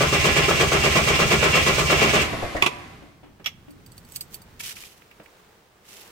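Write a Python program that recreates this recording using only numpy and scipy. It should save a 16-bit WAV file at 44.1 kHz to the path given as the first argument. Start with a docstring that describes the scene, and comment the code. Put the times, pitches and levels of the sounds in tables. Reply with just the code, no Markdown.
"""Engine that will not start

In a garage a starter grinds and whines, turning an old six-cylinder engine that knocks and throbs at
each compression but never fires. Let go, the starter whirrs down and the engine rocks to a halt.
The open door clunks twice, a latch snaps, keys clink and a shoe scuffs the concrete, all over the
rumble of a microphone carried along the car."""
import sys
import numpy as np
from scipy import signal
from scipy.fft import rfft, irfft
from scipy.io import wavfile

SR = 44100
rng = np.random.default_rng(int(sys.argv[2]) if len(sys.argv) > 2 else 0)


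def int16_out(signal):
    """Quantize to a 16-bit WAV file."""
    q = np.round(np.clip(np.atleast_2d(signal).T, -1, 1) * 32767)
    wavfile.write(sys.argv[1], SR, q.astype(np.int16))


N = 269451
TIME = np.arange(N) / SR

# Levels are relative; pan is left minus right.
# cylinders in compression order: knock level/dB, gear load/dB
CYLINDER_LOADS = [(-17.5, -29.5), (-20.3, -29), (-18, -28), (-20, -28.5), (-17.5, -29.5), (-17.5, -28)]
# the drive taking up slack within a stroke: delay/s, level/dB, energy decay/s
SLACK_BLOWS = [(0.0, 0.5, 0.018), (0.009, -4, 0.01), (.028, 0, 0.014)]
# intake and mount pulses within a stroke: delay/s, f/Hz, level/dB, swell/s, pan/dB
STROKE_THROBS = [(-.012, 137.8, -23, 0.013, -1), (0.013, 162.2, -21.5, 0.012, -2),
                 (.024, 72, -27.5, 0.018, -6.5), (0.062, 140, -20.5, 0.0078, 0),
                 (0.0594, 72.8, -24.5, 0.018, -5.5), (0.0596, 82, -38, 0.014, 20),
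                 (0.045, 34, -55, 0.027, 2.5)]
# starter through one stroke: share of stroke, speed factor, grind level/dB, hiss level/dB
STROKE_CYCLE = [(0, 0.96, 0.5, 7.5), (.15, 0.99, 4.5, 11), (0.359, 1.04, 1, 5), (.56, 1.06, -1.5, 4),
                (0.761, 1.0, -1, 7), (0.931, .96, -0.5, 4)]
# faders for starter and handling rumble: t/s, level/dB
STARTER_FADER = [(0, -1), (2.17, -0.5), (2.225, 0.5), (2.26, -10.5), (2.3, -37), (2.4, -68)]
RUMBLE_FADER = [(2.6, -47), (3.15, -53.5), (4.55, -51.5), (5.0, -63), (5.8, -65.5), (6.11, -59.5)]
# tone colour of each source: f/Hz, level/dB
KNOCK_EQ = [(130, -17), (270, -6.5), (400, 4.5), (650, -2.5), (880, -7.5), (1200, -2), (1800, -10.5),
            (2400, -6.5), (3200, -12), (4000, -17), (6000, -60)]
GRIND_EQ = [(130, -28), (250, -2), (450, -1.5), (850, -7), (1200, -13.5), (1750, -5.5), (2300, 1.5),
            (2900, -1), (3900, -8.5), (5500, -11), (8200, -14.5), (9800, -24.5), (15000, -26)]
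WHINE_EQ = [(300, -16), (800, -13), (1250, -13), (1500, -10), (1800, -14), (2050, -5.5), (2300, -3),
            (2550, 1.5), (2820, -1), (3080, -9), (3350, -7), (4200, -22), (5300, -14.5), (6500, -26)]
RUMBLE_EQ = [(12, -25), (20, 0), (49, 2.5), (134, 5), (254, -1), (285, -14), (312, -6), (338, -4.5),
             (450, -18.5), (580, -52), (990, -120)]
AIR_EQ = [(120, -33), (200, -10), (240, -17), (416, -8), (590, -12.5), (806, -13), (1370, -14.5),
          (8900, -29), (11700, -34), (16000, -26.5)]
COAST_EQ = [(29, -60), (50, -5), (152, -7), (258, -10.5), (380, -13), (520, -15.5), (783, -10.5),
            (863, -25.5), (1150, -16.5), (2380, -16.5), (14500, -39.5), (16000, -64.5)]
ROCK_EQ = [(90, -4), (200, -22), (300, -2.5), (420, -9.5), (560, -3), (690, -1.5), (900, -17), (1300, -16),
           (1850, -18), (3000, -35), (8000, -40.5), (15000, -69)]
PINION_EQ = [(600, -16), (1100, -4), (1500, -19), (1850, 3), (2150, -9), (2700, -22), (6000, -27),
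             (15000, -45)]
CLUNK_EQ = [(53, -37), (90, -17.5), (376, -4.5), (521, -14), (1160, -5.5), (1830, -19), (2000, -7),
            (2710, -0.5), (3080, -12.5), (3360, -7), (3910, -17.5), (6870, -21), (16000, -36.5)]
BUMP_EQ = [(90, -31), (170, -5), (330, -6), (600, 3), (1000, -6), (1700, -13), (3000, -10), (9000, -51)]
STEP_EQ = [(90, -23), (200, 4), (380, 2), (560, 1), (800, -5.5), (1600, -9), (2800, -14), (9000, -58)]
LATCH_EQ = [(240, -35), (400, -21.5), (964, -21), (1270, -14), (1460, -19), (2120, -7), (3120, -6),
            (3370, -6.5), (4510, -20.5), (5690, -12.5), (12100, -46), (13300, -17), (14500, -29),
            (16000, -42)]
KEY_EQ = [(900, -25), (2500, 1.5), (4600, -2), (6000, 2.5), (8300, 1.5), (10500, -1.5), (14500, 4),
          (16000, -2)]
SCUFF_EQ = [(410, -48), (700, -16.5), (788, -21), (1280, -12), (1540, -10.5), (2800, -2), (4210, -6.5),
            (5760, -5.5), (7110, -7.5), (14800, -10.5), (16000, -24)]
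GRIT_EQ = [(500, -11), (1500, -3), (2500, 8), (4000, -13), (8000, -24), (15000, -15)]
# resonances of block, bay and bonnet, and of the body panels: f/Hz, width/Hz, lift/dB
BAY_PEAKS = [(216.5, 15, 12.5), (339.7, 26, 2.5), (403.7, 21, 5.5), (600, 30, 4.5), (661, 65, 4.5),
             (757, 31, 0.5), (807, 18, 5), (1060, 60, 8), (1170, 42, 6.5), (1308, 26, 8.5), (1404, 21, 7.5),
             (1522, 23, 6.5), (1701, 39, 8.5), (1969, 52, 8), (2310, 13, 5), (2274, 110, 4.5),
             (2420, 46, 3.5), (2606, 53, -1.5), (2756, 31, 6), (3260, 41, 3.5), (5400, 29, 6),
             (5980, 41, 6), (6390, 44, 7)]
PANEL_PEAKS = [(297, 47, 7), (342, 29, 0), (968, 60, 11), (1090, 60, 10), (2065, 100, 7.5),
               (2380, 170, -0.5)]
# last rocks of the crankshaft: t/s, level/dB, decay/s
ROCK_CUES = [(2.326, -21, 0.018), (2.421, -21, 0.025), (2.545, -23, 0.035)]
# single impacts: t/s, level/dB, pan/dB, decay/s
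PINION_CUES = [(2.562, -23.5, -2.5, 0.021)]
CLUNK_CUES = [(2.618, -29, -4, .006), (2.6225, -7, -5, 0.0054), (2.632, -21, -9, 0.022),
              (2.6615, -11.5, -2.5, 0.012)]
BUMP_CUES = [(3.02, -49.5, 4, 0.036), (3.229, -50, 1.5, 0.061), (3.68, -49, 2, 0.016)]
STEP_CUES = [(3.396, -44.5, -3, 0.025), (5.198, -39.5, -1, 0.016)]
LATCH_CUES = [(3.443, -40.5, -1, 0.035), (3.4595, -23, -9.5, 0.011), (3.468, -28, 0, 0.014)]
GRIT_CUES = [(4.603, -28.5, 0, 0.0043), (4.654, -46, 0, .004), (4.71, -43, -5, 0.0044),
             (4.767, -38.5, -1, 0.0065), (4.836, -35.5, 0, 0.0037), (5.019, -44, -4, 0.004),
             (5.112, -45, -5, 0.0091), (5.259, -43.5, -9, 0.0049), (5.85, -56, -2, 0.0044)]
# ring of the struck parts: f/Hz, level/dB, t60/s
DOOR_MODES = [(357.6, -18.5, 0.28), (983, -21.5, 0.47), (1100, -9, 0.06), (1117, -8.5, 0.092),
              (2490, -8, .05), (2534, 2, 0.036), (2940, -31, 0.056), (3350, -22, .07)]
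DOOR_SKIN_MODES = [(292.4, 7, 0.37), (343, 1.5, 0.48), (373, -3, .25)]
LATCH_MODES = [(2272, -11, .07), (2930, -10, .07), (3292, -2, .05), (3345, -4, .06), (5537, -10, .06),
               (13140, -15, .05)]
KEY_MODES = [(4550, -2.5, 0.035), (7930, -6, 0.08), (8500, -18, 0.056), (8900, -6, 0.04),
             (12700, -12, 0.067), (13150, -13, 0.037), (14600, -15, 0.11), (14600, -7, 0.047)]
# key clinks: t/s, level/dB, pan/dB, swell of the lead-in slide/s
KEY_CUES = [(3.7072, -43, -3.5, 0.011), (3.8631, -40, -5.0, 0.0027), (3.9185, -39, -7, 0.0018),
            (3.9787, -34, -4, .011), (4.049, -47, -6.0, .004), (4.12, -33.5, -5.5, 0.034),
            (4.1597, -18, -5, 0.011), (4.2083, -19, -2, .001), (4.343, -22.5, -7, 0.014),
            (4.4184, -38, -4, .001), (5.234, -50, -3, .001)]
# shoe scuffs: t/s, level/dB, attack/s, hold/s, decay/s
SCUFF_CUES = [(4.592, -34, 0.014, .005, 0.025), (4.626, -34.5, 0.018, .028, .018),
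              (4.688, -37.5, .006, 0.024, .018), (4.753, -43.5, .007, 0.059, .085),
              (5.832, -48, 0.073, 0.082, 0.12)]
# swishes of clothing: centre t/s, level/dB, half length/s
SWISH_CUES = [(4.42, -55, 0.96), (5.367, -56, 0.38), (6.1, -51, 0.27)]
# likeness of left and right: f/Hz, correlation
STEREO_LIKENESS = [(60, 0.94), (130, 0.8), (290, 1), (640, 0.69), (1410, 0), (3100, 0), (15000, 0)]
# garage reverb time: f/Hz, t60/s
GARAGE_DECAY = [(100, 0.23), (400, 1), (1000, 1), (2500, 0.69), (6000, 0.48), (15000, 0.26)]


def gain_of(db):
    """Decibels to amplitude."""
    return 10 ** (np.asarray(db) / 20)


def unit_rms(x):
    """Scales to rms 1."""
    return x / np.sqrt(np.mean(x ** 2) + 1e-20)


def at_hz(points, hz):
    """Reads a curve on a log-frequency axis."""
    f, value = np.transpose(points)
    return np.interp(np.log(hz + 1), np.log(f + 1), value)


def fader_db(points):
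    """Straight ramps between fader points."""
    return np.interp(TIME, *np.transpose(points))


def add(mix, s, sound):
    """Mixes a sound in at time s."""
    start = round(s * SR)
    sound = sound[..., max(-start, 0):]
    part = mix[..., max(start, 0):][..., :sound.shape[-1]]
    part += sound[..., :part.shape[-1]]


def panned(x, pan_db):
    """Leans a pair to the left by pan_db."""
    return x * gain_of([[pan_db / 2], [-pan_db / 2]])


def coloured(x, eq, peaks=(), size=8192):
    """Unit-power causal EQ that turns two unrelated signals into a stereo pair, alike in the bass."""
    hz = np.arange(size // 2 + 1) * SR / size
    db = at_hz(eq, hz) + sum(lift / (1 + (2 * (hz - f) / width) ** 2) for f, width, lift in peaks)
    cepstrum = irfft(np.log(unit_rms(gain_of(db)) + 1e-6))
    cepstrum[1:size // 2] *= 2  # fold to minimum phase
    cepstrum[size // 2 + 1:] = 0
    colour = np.exp(rfft(cepstrum))
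    likeness = np.clip(at_hz(STEREO_LIKENESS, hz), -0.99, 0.99)
    filters = [irfft(colour * np.sqrt((1 + sign * likeness) / 2))[:size // 2] for sign in (1, -1)]
    mid, side = (signal.oaconvolve(v, fir)[:len(v)] for v, fir in zip(x, filters))
    return np.array([mid + side, mid - side])


def grit(length, spread_db):
    """Dense tiny impacts of uneven size, two channels."""
    noise, sizes = rng.standard_normal((2, 2, length))
    return unit_rms(noise * gain_of(spread_db * np.minimum(sizes, 3.35)))


def drift(rate_hz):
    """Smooth random wander of rms 1."""
    hz = np.arange(N // 2 + 1) * SR / N
    return unit_rms(irfft(rfft(rng.standard_normal(N)) * np.exp(-(hz / rate_hz) ** 2), N))


def ring(modes, t, scatter_db=2.6, detune=0.004):
    """Decaying modes; every blow excites them a little differently."""
    out = 0
    for hz, db, t60 in modes:
        envelope = gain_of(db - scatter_db * rng.standard_normal() - 60 * t / t60)
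        pitch = hz * (1 + detune * rng.standard_normal())
        out += envelope * np.sin(2 * np.pi * (pitch * t + rng.random((2, 1))))
    return out


def hits(cues, eq, modes=(), ring_db=0, *, rise_s):
    """Each blow is a burst of contact noise plus the ring of any modes given."""
    t, out = TIME[:SR // 2], np.zeros((2, N))
    for s, db, pan_db, decay in cues:
        attack = np.minimum(t / rise_s, 1)
        contact = coloured(rng.standard_normal((2, len(t))) * attack * np.exp(-t / decay), eq)
        ringing = gain_of(ring_db) * attack * ring(modes, t)
        add(out, s, gain_of(db) * panned(contact + ringing, pan_db))
    return out


def strokes(count=19, first_s=0.0049, period_s=0.11896, quicken_s=0.000088):
    """Cylinders compress in turn, slowly gaining speed: t/s, knock level/dB, gear load/dB."""
    k = np.arange(count)
    starts = first_s + k * period_s - quicken_s * k * (k - 1) / 2
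    return [(s, *CYLINDER_LOADS[i % len(CYLINDER_LOADS)]) for i, s in enumerate(starts)]


def knocks(level_db=0.5, repeat_share=0.59, rise_s=0.0016):
    """Past each compression the drive clatters; every third stroke sounds much alike."""
    t, out = TIME[:SR // 4], np.zeros((2, N))
    energy = np.zeros(len(t))
    for delay, db, decay in SLACK_BLOWS:
        age = np.maximum(t - delay, 0)
        energy += (gain_of(db) * np.minimum(age / rise_s, 1)) ** 2 * np.exp(-age / decay)
    patterns = [grit(len(t), spread_db=3) for _ in range(3)]
    for k, (s, db, _) in enumerate(strokes()):
        fresh = grit(len(t), spread_db=3)
        clatter = np.sqrt(repeat_share) * patterns[k % 3] + np.sqrt(1 - repeat_share) * fresh
        add(out, s, gain_of(db + level_db) * np.sqrt(energy) * clatter)
    return panned(coloured(out, KNOCK_EQ, BAY_PEAKS), pan_db=2.2)


def throbs(level_db=-1, detune=0.024, left_lead_s=0.00012, roughness=0.6):
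    """Each stroke gulps air and shakes the engine raggedly on its mounts."""
    t, out = TIME[:SR // 5], np.zeros((2, N))
    wander = np.array([drift(rate_hz=62) + 1j * drift(rate_hz=56) for _ in range(3)])
    ragged = roughness * (0.51 * wander[0] + 0.31 * wander[1:])  # partly shared by both sides
    for s, _, _ in strokes():
        for delay, hz, db, swell, pan_db in STROKE_THROBS:
            pitch = hz * (1 + detune * rng.standard_normal())
            push = gain_of(db + level_db) * t / swell * np.exp(1 - t / swell)
            swing = np.exp(2j * np.pi * pitch * (t + np.array([[left_lead_s], [0]])))
            shake = 1 + ragged[:, rng.integers(N - len(t)):][:, :len(t)]
            add(out, s + delay, panned(push * (swing * shake).imag / np.hypot(1, roughness), pan_db))
    return out


def whine(hz, harmonics):
    """Meshing teeth; each harmonic reaches left and right with its own phase."""
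    turns = np.cumsum(hz) / SR
    partials = (np.cos(2 * np.pi * (k * turns + rng.random((2, 1)))) for k in range(1, harmonics + 1))
    return unit_rms(sum(partials))


def bay_scatter(x, decay_s):
    """Many short paths out of the engine bay make a gliding tone flare and fade."""
    t = TIME[:SR // 15]
    paths = rng.standard_normal((2, len(t))) * np.exp(-t / decay_s)
    return signal.oaconvolve(x, paths / np.linalg.norm(paths, axis=1, keepdims=True), axes=1)[:, :N]


def starter(level_db=3.5, mesh_hz=255, tone_db=-2, tooth_depth=0.1, hiss_hz=3700):
    """The pinion grinds and whines on the ring gear, slowing at each compression and racing after it."""
    starts, _, load_db = np.transpose(strokes())
    edges = np.append(starts, 2 * starts[-1] - starts[-2])
    stroke = np.interp(TIME, edges, np.arange(len(edges)))
    share, *columns = np.transpose(STROKE_CYCLE)
    speed, grind_db, hiss_db = (np.interp(stroke, share, c, period=1) for c in columns)
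    # unequal cylinder pressures also swing speed and whine once a crank turn
    crank = 2 * np.pi * stroke / 3
    waver = 0.01 * drift(rate_hz=58.4) + 0.013 * drift(rate_hz=6.01)
    hz = mesh_hz * speed * (1 + 0.0363 * np.cos(crank - 2.9) + waver)
    teeth = 1 + tooth_depth * np.cos(2 * np.pi * np.cumsum(hz) / SR)
    grind = coloured(unit_rms(teeth * grit(N, spread_db=2)), GRIND_EQ, BAY_PEAKS)
    hiss = signal.sosfiltfilt(signal.butter(2, hiss_hz, "high", fs=SR, output="sos"), grind)
    tone = unit_rms(coloured(whine(hz, harmonics=22), WHINE_EQ, BAY_PEAKS))
    tone = bay_scatter(tone * gain_of(tone_db + 3.4 * np.cos(crank - 2.3)), decay_s=0.0072)
    body = (grind - hiss) * gain_of(grind_db) + tone
    flutter = gain_of(3.43 * drift(rate_hz=15))
    sound = panned(body * flutter, pan_db=-5.5) + hiss * gain_of(hiss_db)
    return sound * gain_of(level_db + np.interp(TIME, starts, load_db) + fader_db(STARTER_FADER))


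def background(air_db=-61):
    """Lumpy rumble of the carried microphone, soft garage air and the swish of clothes."""
    rumble = coloured(rng.standard_normal((2, N)), RUMBLE_EQ)
    rumble *= gain_of(fader_db(RUMBLE_FADER) + 1.4 * drift(rate_hz=4.9))
    swishes = [gain_of(db) * np.exp(-((TIME - s) / half) ** 2) for s, db, half in SWISH_CUES]
    air_level = np.sqrt(gain_of(air_db) ** 2 + sum(swish ** 2 for swish in swishes))
    return panned(rumble + coloured(grit(N, spread_db=4.5), AIR_EQ) * air_level, pan_db=-1)


def coasting(release_s=2.25, level_db=-29, brake_per_s=0.81, whirr_hz=1000, tone_db=-12, rise_s=0.092):
    """Released, the armature whirrs down to rest under steady friction, quieter as it slows."""
    age = TIME - release_s
    speed = np.clip(1 - brake_per_s * age, 1e-3, 1)
    level = gain_of(level_db + 52 * np.log10(speed)) * np.clip(1 + age / rise_s, 0, 1)
    hz = whirr_hz * speed * (1 + 0.02 * drift(rate_hz=61.8))
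    tone = bay_scatter(whine(hz, harmonics=4), decay_s=0.0091)
    whirr = gain_of(tone_db) * unit_rms(coloured(tone, COAST_EQ, PANEL_PEAKS))
    return level * (coloured(grit(N, spread_db=4), COAST_EQ, PANEL_PEAKS) + whirr)


def crank_rocks():
    """The crankshaft rocks to a halt in soft thuds."""
    return hits([(s, db, 0, decay) for s, db, decay in ROCK_CUES], ROCK_EQ, rise_s=0.0081)


def pinion_clack():
    """The starter pinion draws back."""
    return hits(PINION_CUES, PINION_EQ, rise_s=0.006)


def door_clunks():
    """Hard blows set the open door ringing."""
    return hits(CLUNK_CUES, CLUNK_EQ, DOOR_MODES, ring_db=-2, rise_s=0.0017)


def door_bumps():
    """The door skin hums under soft bumps."""
    return hits(BUMP_CUES, BUMP_EQ, DOOR_SKIN_MODES, ring_db=-3, rise_s=0.004)


def steps():
    """A shoe lands with a hollow knock."""
    return hits(STEP_CUES, STEP_EQ, rise_s=0.0012)


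def latch():
    """The latch snaps with a short, bright ring."""
    return hits(LATCH_CUES, LATCH_EQ, LATCH_MODES, ring_db=5.5, rise_s=0.0013)


def keys(level_db=-11, contact_s=0.0043, slide_db=-17, settle_s=0.014, detune=0.0114):
    """Keys slide on their ring, ever harder until they clink; each clink is a slightly different key."""
    clinks, slide_level = np.zeros((2, N)), np.zeros(N)
    for s, db, pan_db, swell in KEY_CUES:
        tuning = 1 + detune * rng.standard_normal()
        modes = [(hz * tuning, mode_db, t60) for hz, mode_db, t60 in KEY_MODES]
        cue = (s, db + level_db, pan_db, contact_s)
        clinks += hits([cue], KEY_EQ, modes, ring_db=5.5, rise_s=0.0011)
        falloff = np.maximum((s - TIME) / swell, (TIME - s) / settle_s)
        slide_level += gain_of(db + slide_db) * np.exp(-np.minimum(falloff, 20))
    return clinks + panned(coloured(grit(N, spread_db=12.5), KEY_EQ) * slide_level, pan_db=-6.5)


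def scuffs():
    """A sole lands, drags grit over the concrete and eases off."""
    level = np.zeros(N)
    for s, db, attack, hold, decay in SCUFF_CUES:
        release = np.exp(-np.maximum(TIME - s - attack - hold, 0) / decay)
        level += gain_of(db) * np.clip((TIME - s) / attack, 0, 1) * release
    scrape = grit(N, spread_db=7) * level * gain_of(1.6 * drift(rate_hz=68))
    return panned(coloured(scrape, SCUFF_EQ), pan_db=-2.5)


def grit_ticks():
    """Single grains tick underfoot."""
    return hits(GRIT_CUES, GRIT_EQ, rise_s=0.00093)


def garage(x, predelay_s=0.0081):
    """Diffuse reflections, each band dying at its own speed."""
    hz, t, bands = signal.stft(rng.standard_normal((2, SR)), SR, nperseg=256)
    decay = gain_of(-60 * t / at_hz(GARAGE_DECAY, hz)[:, None])
    tail = signal.istft(bands * decay, SR, nperseg=256)[1][:, :SR] * (TIME[:SR] > predelay_s)
    return signal.fftconvolve(x, tail / np.linalg.norm(tail[0]), axes=1)[:, :N]


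def scene():
    """Engine bay ahead with the most reverb; door, feet and keys close and drier."""
    halt = crank_rocks() + pinion_clack()
    engine = knocks() + starter() + coasting() + halt
    door = door_clunks()
    foley = door_bumps() + steps() + grit_ticks() + scuffs() + latch() + keys()
    room = garage(gain_of(-13.5) * engine + gain_of(-22) * door + gain_of(-28) * foley)
    return engine + throbs() + door + foley + room + background()


def record(dry):
    """A steep low-pass trims the very top."""
    lowpass = signal.firwin(255, cutoff=15950, window=("kaiser", 9), fs=SR)
    return signal.oaconvolve(dry, lowpass[None], "same")


dry = scene()
out = record(dry)
int16_out(out)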